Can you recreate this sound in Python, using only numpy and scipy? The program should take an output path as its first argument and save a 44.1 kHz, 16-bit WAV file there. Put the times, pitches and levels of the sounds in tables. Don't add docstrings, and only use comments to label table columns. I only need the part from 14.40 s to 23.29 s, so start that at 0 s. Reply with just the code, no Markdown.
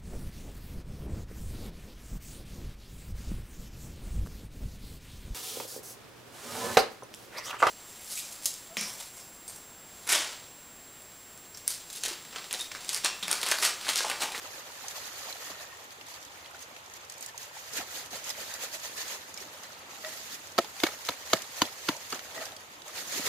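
import sys
import numpy as np
from scipy import signal
from scipy.fft import rfft, irfft, next_fast_len
from scipy.io import wavfile
from scipy.ndimage import uniform_filter1d, map_coordinates

SR = 44100
rng = np.random.default_rng(int(sys.argv[2]) if len(sys.argv) > 2 else 0)


def rack_gain(trim_db):
    fader = np.asarray(trim_db, float)
    return 10 ** (fader / 20)


def master(y):
    cut = np.clip(np.atleast_2d(y).T, -1, 1)
    pcm = np.round(cut * 32767)
    wavfile.write(sys.argv[1], SR, pcm.astype(np.int16))


N = 391916
CONTROL_S = np.arange(0, N, 44) / SR


def unit(x):
    return x / np.sqrt(np.mean(x ** 2) + 1e-20)


def along(points, hz):
    f, v = np.transpose(points)
    return np.interp(np.log(hz + 1), np.log(f + 1), v)


def filtered(x, response):
    n = x.shape[-1]
    m = next_fast_len(n + 4096)
    return irfft(rfft(x, m) * response(np.fft.rfftfreq(m, 1 / SR)), m)[..., :n]


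def coloured(x, spectrum):
    return unit(filtered(x, lambda hz: rack_gain(along(spectrum, hz))))


def noise(t):
    return rng.standard_normal((2, len(t)))


def add(track, s, sound):
    part = track[..., max(round(s * SR), 0):][..., :sound.shape[-1]]
    part += sound[..., :part.shape[-1]]


def ringing(hz, t60, t):
    phase = rng.normal(0, hz / 5000 + 0.15, (2, 1))
    return rack_gain(-60 * t / t60) * np.sin(2 * np.pi * hz * t + phase)


# pitch_hz, density_db
HUSH_SPECTRUM = [(18, -30), (30, 4.5), (90, 9), (239, -11), (540, -1), (702, -1.5), (866, 2.5),
                 (1500, -0.5), (3670, -6.5), (4780, -30.5), (6550, -13), (8520, -18), (14400, -39),
                 (16000, -10.5)]
# pitch_hz, likeness (1 the same, 0 unrelated, -1 or less opposed)
PORT_LIKENESS = [(60, 0.95), (180, 0.72), (550, 0.68), (1650, -0.84), (4970, 1), (15000, -1.8)]


def hush():
    def split(hz):
        angle = np.arccos(np.clip(along(PORT_LIKENESS, hz), -1, 1)) / 2
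        return rack_gain(along(HUSH_SPECTRUM, hz)) * [np.cos(angle), np.sin(angle)]

    mid, side = filtered(rng.standard_normal((2, N)), split)
    return rack_gain(-47.5 - 3.0) * unit(np.array([mid + side, mid - side]))


# time_s, flow_db, coarseness_db
TRICKLE_FLOW = [(0, -51, -4.5), (.25, -53, 1), (.45, -48.5, -1.5), (1.11, -48, -2.5), (1.17, -55, 4.5),
                (1.65, -58, -1.5), (1.75, -54, -1), (2.1, -59.5, 4), (2.65, -58.5, 1.5), (3.1, -57, 2),
                (4.75, -49.5, -5), (4.9, -55, 0), (5.2, -54, 1.5), (5.45, -57.5, 5), (5.75, -48, -5.5),
                (6.15, -55.5, -0.5), (7.6, -53, -4.5), (8.35, -59, 0)]


def trickle():
    s, flow_db, coarse_db = np.transpose(TRICKLE_FLOW)
    return np.array([rack_gain(2 * np.interp(CONTROL_S, s, db)) for db in (flow_db, flow_db + coarse_db)])


def swell(s, db, length_s):
    rise_share, edge_db = 0.62, 13
    late = CONTROL_S - s
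    side_s = length_s * np.where(late < 0, rise_share, 1 - rise_share)
    return rack_gain(2 * (db - edge_db * np.abs(late / side_s) ** 1.73))


# time_s, weight_db
RESTING_LOAD = [(0, -60), (3.2, -69), (3.5, -60), (6.1, -59), (6.6, -64), (7.5, -64), (8.9, -57)]
# crest_s, weight_db
HAND_PRESSES = [(.05, -67), (.67, -58), (1.11, -53), (2.32, -60), (2.83, -60), (3.26, -64), (3.35, -53),
                (3.399, -43.5), (3.42, -50), (3.755, -48), (4.01, -56), (4.25, -66), (4.51, -57),
                (5.06, -55), (5.7, -67), (7.74, -60), (7.99, -46), (8.59, -52), (8.78, -44), (8.87, -43)]


def pressure():
    resting = rack_gain(2 * np.interp(CONTROL_S, *np.transpose(RESTING_LOAD)))
    return resting + sum(swell(s, db, 0.071) for s, db in HAND_PRESSES)


# crest_s, flow_db, length_s, coarseness_db
GLOVE_RUBS = [(0.06, -59, 0.072, 10.5), (0.192, -51.5, 0.092, 1), (0.486, -62, .08, 7),
              (.58, -47.5, 0.041, -15), (0.672, -48.5, .07, -6), (0.885, -48.5, 0.11, 3.5),
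              (1.026, -47.5, .05, 0), (1.11, -47, 0.044, 4), (1.22, -52, 0.083, -3),
              (3.37, -38.5, 0.077, -7), (3.411, -44, 0.095, 3), (3.578, -43.5, 0.19, -5.5),
              (3.733, -45, 0.051, -2), (3.769, -43.5, 0.073, -0.5), (3.894, -41.5, 0.1, -5),
              (4.026, -50, 0.14, 0), (4.1, -48.5, 0.35, -2), (4.239, -40.5, 0.078, -4),
              (4.351, -42, 0.076, -9), (4.46, -42.5, 0.087, -2.5), (4.608, -40, 0.091, -7),
              (4.719, -42, 0.15, -2.5), (5.708, -46, 0.17, -6.5), (5.946, -45, 0.06, -9),
              (8.02, -59, 0.066, 13), (8.032, -47.5, 0.3, 2.5), (8.5, -51, 0.1, 2.5),
              (8.6, -40.5, 0.11, -3.5), (8.735, -43, 0.18, -4.5), (8.771, -39, 0.12, -9),
              (8.884, -36.5, 0.16, -3.5)]


def rubs():
    return sum(np.outer([1, rack_gain(2 * coarse_db)], swell(s, db, length_s))
               for s, db, length_s, coarse_db in GLOVE_RUBS)


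# crest_s, flow_db, length_s
LEAF_BRUSHES = [(1.525, -51, 0.029), (1.716, -48.5, 0.05), (2.221, -47.5, 0.057), (2.567, -50.5, 0.035),
                (2.72, -50.5, 0.047), (2.834, -52.5, .1), (2.889, -51, 0.044), (3.022, -48, 0.044),
                (3.036, -49, 0.11), (3.184, -49.5, 0.11), (3.275, -51.5, 0.13), (5.015, -49, 0.074)]


def brushes():
    coarse_db = -14
    return sum(np.outer([1, rack_gain(2 * coarse_db)], swell(*brush)) for brush in LEAF_BRUSHES)


# blow_s, slide_before_db, rattle_after_db
LOAD_SHAKES = [
    (6.185, -70, -46.5),
    (6.436, -45.5, -40.5),
    (6.691, -46, -50.5),
    (6.932, -43.5, -42.5),
    (7.219, -41.5, -43.5),
    (7.489, -43.5, -44),
    (7.729, -45.5, -46),
]


def shakes():
    slide_db_per_s, settle_db_per_s = 100, 95
    slide_coarse_db, rattle_coarse_db = -3.5, 6
    clods_settle_db_per_s = 54
    powers = np.zeros((3, len(CONTROL_S)))
    for s, slide_db, rattle_db in LOAD_SHAKES:
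        late = np.clip(CONTROL_S - s, -1, 1)
        before = late < 0
        grit_db = np.where(before, slide_db + slide_db_per_s * late, rattle_db - settle_db_per_s * late)
        settling_db = rattle_coarse_db - clods_settle_db_per_s * late
        clod_db = grit_db + np.where(before, slide_coarse_db, settling_db)
        weight = rack_gain(2 * (clod_db - 10)) * (late > 0)
        powers += [rack_gain(2 * grit_db), rack_gain(2 * clod_db), weight]
    return powers


def flow():
    powers = shakes()
    powers[:2] += trickle() + rubs() + brushes()
    powers[2] += pressure()
    return [np.interp(np.arange(N) / SR, CONTROL_S, np.sqrt(power)) for power in powers]


def grains(lo_hz, hi_hz, cycles, spread_db, lag_ms, blur, count, size):
    when, tone = rng.random((2, count, 1))
    side = rng.standard_normal((count, 1))
    weight = np.minimum(rng.exponential(size=(count, 1)), 4)
    hz = lo_hz * (hi_hz / lo_hz) ** tone
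    t = np.arange(size) / SR
    decay_db = -60 * t * hz / (7 * cycles)
    wave = hz * rack_gain(spread_db * weight + decay_db) * np.sin(2 * np.pi * hz * t)
    wave *= 1 - np.exp(-t * hz / 0.19)
    out = []
    for sign in (1, -1):
        start = np.round(when * N + sign * side * lag_ms * SR / 2000).astype(int)
        place = np.clip(start + np.arange(size), 0, N)
        out.append(np.bincount(place.ravel(), wave.ravel(), N + 1)[:N])
    return unit(np.array(out)) + blur * rng.standard_normal((2, N))


def clumps(rate, depth_db):
    knots = rng.standard_normal(int(N * rate / SR) + 4)
    return unit(rack_gain(depth_db * map_coordinates(knots, [np.arange(N) * rate / SR])))


def patchy(x, depth_db):
    z = signal.stft(x, nperseg=512)[2]
    field = uniform_filter1d(rng.standard_normal(z.shape[1:]), size=4, axis=0)
    field = uniform_filter1d(field, size=3, axis=1)
    return signal.istft(z * unit(rack_gain(depth_db * unit(field))), nperseg=512)[1][:, :N]


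# pitch_hz, density_db
GRIT_SPECTRUM = [(880, -19.5), (1500, -7), (1900, 0), (2120, -4.5), (3620, -4), (4780, -2), (5600, -4.5),
                 (6560, 0), (8490, -10), (11700, -8.5), (14600, -10.5), (16000, -10)]


def grit():
    fine = grains(1453, 16000, cycles=9.0, spread_db=2.5, lag_ms=0.2, blur=2.15, count=24000, size=160)
    return rack_gain(5.0) * coloured(fine, GRIT_SPECTRUM)


# pitch_hz, density_db
CLOD_SPECTRUM = [(210, -8.5), (350, -11), (537, 1.5), (1130, -3.5), (1300, -0.5), (1430, -3.5),
                 (1890, -4.5), (3630, -8.5), (4500, 0.5), (5850, -44), (9900, -120)]
# pitch_hz, width_hz, level_db
MESH_MODES = [(607, 10, -32), (950, 160, -36), (1780, 5.7, 10)]


def clods():
    def wire(f):
        modes = sum(rack_gain(db) * 1j * f * w / (c * c - f * f + 1j * f * w) for c, w, db in MESH_MODES)
        return 1 + 0.6 * modes

    lumps = grains(405.0, 3980, cycles=3.6, spread_db=1.0, lag_ms=0.092, blur=1.0, count=9000, size=350)
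    return rack_gain(1.0) * coloured(filtered(lumps, wire), CLOD_SPECTRUM)


# pitch_hz, density_db
WEIGHT_SPECTRUM = [(41, -40), (70, 11), (113, -4.5), (303, 2), (342, 1), (500, 3.5), (650, -10),
                   (1100, -120)]


def rumble():
    lumps = grains(79.0, 475, cycles=2.2, spread_db=0.5, lag_ms=0.32, blur=0.27, count=1800, size=1800)
    return coloured(lumps, WEIGHT_SPECTRUM)


def pebbles():
    return rack_gain(-7.0) * grains(633, 7570, cycles=2.8, spread_db=4, lag_ms=0.13, blur=0, count=2500, size=300)


def dirt():
    grit_gain, clod_gain, weight_gain = flow()
    falling = grit_gain * grit() + clod_gain * clods()
    leaning = weight_gain * rumble()
    falling = falling + clod_gain * pebbles()
    rubbed = clumps(45, 1.42) * falling
    leaning = clumps(16, 1.0) * leaning
    return patchy(rubbed, depth_db=1.72) + leaning


# start_s, peak_db, pitch_hz
CLOD_PLOPS = [(.302, -33, 974), (0.441, -27, 790), (.447, -31, 1110), (1.327, -33, 1060), (2.476, -36, 861),
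              (4.204, -36, 1570), (4.885, -41, 1100), (5.529, -34, 770), (8.552, -33, 2040),
              (1.006, -35, 1780), (1.099, -31, 650), (1.326, -37, 1820), (1.349, -45, 1950),
              (1.389, -38, 1150), (1.584, -34, 439), (1.717, -36, 970), (1.909, -36, 840),
              (2.137, -33, 770), (2.145, -28.5, 1440), (2.309, -33.5, 600), (2.944, -29, 934),
              (3.111, -32, 950), (3.167, -26.5, 860), (3.259, -51, 1590), (3.366, -26, 480),
              (3.398, -30, 220), (3.413, -25, 760), (3.755, -27, 560), (.873, -33, 700), (1.2, -35, 550),
              (5.65, -29, 630), (3.901, -26, 2000), (3.981, -32, 810), (4.063, -36, 603),
              (4.237, -23.5, 524), (4.579, -27, 1740), (4.979, -29, 2280), (5.012, -32, 403)]


def plops():
    out, t = np.zeros((2, N)), np.arange(SR // 8) / SR
    for s, db, hz in CLOD_PLOPS:
        add(out, s, rack_gain(db - 1.5) * ringing(hz, 0.024, t) * (1 - np.exp(-t / 0.0029)))
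    return out


# start_s, peak_db, pitch_hz
DEBRIS_TICKS = [(0.4824, -23, 6260), (0.926, -26, 4100), (1.1005, -32, 4660), (1.611, -32, 2820),
                (2.059, -37, 3220), (2.1914, -36, 5980), (2.224, -31, 6400), (2.364, -33, 2660),
                (2.5375, -32, 6850), (2.698, -27.5, 6370), (2.7217, -32.5, 6440), (2.7796, -33, 6790),
                (2.808, -30, 8500), (2.825, -26, 6660), (2.8615, -26, 7560), (2.9776, -25.5, 6650),
                (3.659, -34, 7040), (3.902, -22, 5160), (4.139, -22.5, 6460), (4.3984, -32, 6700),
                (4.941, -29, 6760), (4.9748, -26.5, 5300), (5.234, -32, 6400), (6.071, -34, 6600),
                (6.12, -35, 6240), (6.9895, -33, 4050), (7.2536, -27.5, 4100), (8.0541, -28, 5930),
                (8.1644, -29.5, 4880), (8.419, -32.5, 3920),
                (1.37, -38, 7500), (1.44, -42, 11000), (1.666, -37, 7500), (1.684, -37, 6120),
              (1.827, -35, 5840), (1.85, -35, 6500), (2.11, -41, 9000), (2.649, -37, 6100),
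              (2.739, -36, 6220), (3.334, -27, 6570), (3.412, -37, 3480), (3.43, -39, 4000),
              (3.71, -32, 6410), (3.842, -27.5, 6360), (3.893, -23, 6300), (3.906, -22, 4900),
              (4.679, -28, 6580), (5.003, -33, 5630), (6.65, -26, 5130), (6.6705, -28, 6200),
              (6.705, -26, 5050), (6.901, -31, 2100), (7.0197, -24, 6140), (7.2, -38, 6500),
              (7.388, -36, 5350), (7.566, -30, 6000), (7.7032, -26, 6300), (7.7249, -26, 4600),
              (1.506, -38, 4500), (1.74, -32, 4600), (2.06, -38, 3300), (2.46, -40, 6200),
              (3.03, -35, 6500), (7.9486, -35, 6620), (8.12, -35, 3870), (8.48, -32, 6930)]


def ticks():
    out, t = np.zeros((2, N)), np.arange(SR // 25) / SR
    t60_s = 0.029
    fade = rack_gain(-60 * t / t60_s) + 0.39 * rack_gain(-60 * t / 0.0013)
    for s, db, hz in DEBRIS_TICKS:
        sparkle_db = -17 + 8 * np.log2(hz / 6000)
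        around = [(0.2 * hz, -25), (0.98 * hz, 0), (0.82 * hz, 0), (5.2 * hz, -25)]
        crumbs = coloured(noise(t), around)
        sparkle = coloured(noise(t), [(5000, -17), (8000, 23), (15000, -39.0)])
        puff = (crumbs + rack_gain(sparkle_db + 5.0) * sparkle) * fade
        tick = 0.86 * ringing(hz, 0.87 * t60_s, t) + puff
        add(out, s, rack_gain(db - 7.5) * tick * (1 - np.exp(-t / 0.00031)))
    return out


# time_s, level_db
STRAND_LEVEL = [
    (1.03, -77),
    (1.07, -55),
    (1.28, -61),
    (1.42, -64),
]


def strand():
    hum = coloured(rng.standard_normal(N), [(1740, -45), (1835, -2), (1865, -1), (1960, -45)])
    return hum * rack_gain(np.interp(np.arange(N) / SR, *np.transpose(STRAND_LEVEL), left=-120, right=-120))


def palm_push(t):
    return 1 - np.exp(-(t / 0.001) ** 2)


# start_s, peak_db,
# crack_db, clack_pitch_hz
FRAME_KNOCKS = [(3.411, -34, -5, 1300), (5.647, -28, -3, 1900), (6.18, -20, -2.5, 1090),
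                (6.1842, -13.5, -3.5, 1302), (6.188, -14, -6, 1287), (6.245, -33.5, 1.5, 835),
                (6.401, -29.5, 5, 2150), (6.435, -18.5, 5.5, 1470), (6.438, -18.5, -5, 1240),
                (6.469, -23, -3, 795), (6.466, -22, -3, 1640), (6.684, -30, -3, 1620),
                (6.688, -18, -0.5, 1260), (6.692, -20.5, -5, 950), (6.930, -28, 6, 1460),
                (6.933, -9, -4, 1226), (6.938, -31, -13, 835), (7.211, -45, -13, 2210),
                (7.218, -9, -5.5, 1000), (7.225, -26, 0, 890), (7.4835, -29, -6, 1490),
                (7.4875, -15.5, -2, 1390), (7.49, -18.5, -19, 950), (7.724, -28, -5, 1140),
                (7.728, -22.5, -14, 1244), (7.792, -33, -1, 1880), (8.796, -44, -4, 864)]
# ratio_to_pitch, level_db, t60_s
CLACK_MODES = [(.75, -2.5, 0.013), (1.0, 0.5, 0.02), (1.4, -14.5, 0.044), (1.8, -9, .015),
               (2.401, -13, 0.019)]
# pitch_hz, density_db
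CRACK_SPECTRUM = [(1180, -38), (2000, -13), (3940, -6), (4900, -10.5), (5490, -13.5), (6530, -14),
                  (8480, -24.5), (14700, -20.5), (16000, -42)]


def knocks():
    out, t = np.zeros((2, N)), np.arange(SR // 8) / SR
    burst = rack_gain(-60 * t / 0.03) + 0.18 * rack_gain(-60 * t / 0.036)
    for s, db, crack_db, hz in FRAME_KNOCKS:
        clack = sum(rack_gain(g + rng.normal(0, 0.89)) * ringing(hz * ratio * rng.normal(1, 0.012), t60, t)
                    for ratio, g, t60 in CLACK_MODES)
        spray = noise(t) + 0.6 * rng.standard_normal(len(t))
        crack = burst * coloured(spray, CRACK_SPECTRUM)
        blow = rack_gain(2.0) * clack + rack_gain(crack_db - 4) * crack
        add(out, s - 0.0006, rack_gain(db) * palm_push(t) * blow)
    return out


# start_s, peak_db, upper_mode_db
STONE_PINGS = [(4.152, -58, 18), (4.339, -43, 3), (4.354, -42.5, -9), (5.639, -39, 3), (5.649, -36, -2),
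               (5.660, -47, 9), (7.966, -35, -10), (7.978, -36, 4.5), (8.014, -37.5, -3), (8.125, -47, -16),
               (8.479, -49, -12)]
# pitch_hz, t60_s
TWANG_MODES = [(632, .16), (1930, .06), (1250, .02)]


def stones():
    out, t = np.zeros((2, N)), np.arange(SR // 8) / SR
    for s, db, upper_db in STONE_PINGS:
        low, high, middle = [ringing(hz * rng.normal(1, 0.0034), t60, t) for hz, t60 in TWANG_MODES]
        twang = low + rack_gain(upper_db) * (high + 1.2 * middle)
        add(out, s, rack_gain(db) * twang * (1 - np.exp(-t / 0.0015)))
    return out


# pitch_hz, level_db, t60_s
RAIL_MODES = [
    [(2204, -3, 0.038), (1850, -8, 0.016)],
    [(2976, 5, 0.021), (3750, -6, 0.016)],
    [(4616, 0, 0.022), (5200, -9, 0.022)],
    [(6420, 3, 0.028)],
]
# start_s, low_db, middle_db, high_db, top_db
RAIL_RAPS = [(6.1803, -40, -34, -19, -38), (6.1848, -29, -32, -22, -37), (6.1885, -36, -31, -30, -32),
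             (6.4355, -20, -32, -32, -40), (6.4665, -23, -37, -38, -38), (6.6878, -32, -31, -38, -41),
             (6.9305, -36, -23, -31, -40), (6.933, -21, -21, -21, -21), (7.2135, -39, -36, -44, -44),
             (7.2178, -25, -21.5, -18.5, -22), (7.2225, -26, -37, -34, -36), (7.4835, -36, -40, -46, -48),
             (7.4868, -35, -25.5, -22, -30), (7.7245, -38, -42, -27, -35), (7.7915, -41, -44, -43, -42)]


def rails():
    out, t = np.zeros((2, N)), np.arange(SR // 16) / SR
    for s, *levels_db in RAIL_RAPS:
        rap = sum(rack_gain(db + g) * ringing(f * rng.normal(1, 0.016), t60, t)
                  for db, modes in zip(levels_db, RAIL_MODES) for f, g, t60 in modes)
        add(out, s, rap * (1 - np.exp(-t / 0.00049)))
    return out


# start_s, boom_db, ring_db, thud_db, ratio_to_rest_pitch
SIFTER_JOLTS = [(6.183, -29, -27, -46, 1.1), (6.1872, -20.5, -9, -50, 1.07), (6.1965, -30, -27, -50, 1.13),
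                (6.4347, -21, -19, -22, 0.96), (6.4378, -16, -21, -28, 1.004),
                (6.689, -42, -27, -19.5, 0.72), (6.6935, -36.5, -27.5, -35, 0.81),
                (6.703, -41, -38, -27, 0.77), (6.9324, -22.5, -6.5, -8.5, 1),
                (6.9385, -28.5, -25, -34, 0.69), (7.218, -53, -30, -18, 1.4),
                (7.221, -21.5, -34, -22, 0.95), (7.24, -38, -34, -32, .95),
                (7.4865, -25.5, -26.5, -21, 1.0), (7.4918, -24, -33, -29, 0.9),
                (7.727, -42.5, -45, -34, 0.82), (7.734, -38, -42, -36, 0.82),
                (8.795, -33.5, -31, -30, 0.86)]
# pitch_hz, level_db, t60_s
BOOM_MODES = [(241, -3.5, 0.036), (311.6, 9, 0.034), (450, -0.5, 0.025)]
# pitch_hz, level_db, t60_s
RING_MODES = [(520, -6.5, 0.044), (624, 6, 0.015), (638, -19, 0.078), (770, -24, 0.04)]
# pitch_hz, level_db, t60_s
THUD_MODES = [(69.5, -20, 0.031), (114, -10.5, 0.062), (188, -24, 0.08)]


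def jolts():
    out, t = np.zeros((2, N)), np.arange(SR // 8) / SR
    sway = 1 - np.exp(-t / 0.00096)
    for s, *levels_db, taut in SIFTER_JOLTS:
        parts = zip(levels_db, (BOOM_MODES, RING_MODES, THUD_MODES), (taut, taut, 1))
        body = sum(rack_gain(db + g + rng.normal(0, 2.2)) * ringing(f * tune * rng.normal(1, 0.011), t60, t)
                   for db, modes, tune in parts for f, g, t60 in modes)
        add(out, s - 0.0006, -palm_push(t) * sway * body)
    return out


def scene():
    sifter = dirt() + knocks() + jolts()
    landings = stones() + plops() + strand() + ticks()
    return sifter + landings + hush() + rails()


def low_pass(x):
    return signal.sosfilt(signal.butter(12, 16460, fs=SR, output="sos"), x)


# pitch_hz, left_over_right_db
BODY_SHADE = [(60, 0), (130, 0), (290, 0.5), (640, -1), (1410, 0.5), (3100, 0), (4500, -4), (8000, -3.5),
              (15000, -3.5)]


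def record(dry):
    def ports(hz):
        bass_cut = (1j * hz / (90 + 1j * hz)) ** 3
        top_cut = 1 + (hz / 15420) ** 110
        return bass_cut / top_cut * rack_gain(along(BODY_SHADE, hz) / 2 * np.array([[1], [-1]]))

    return low_pass(filtered(dry, ports))


dry = scene()
out = record(dry)
master(out)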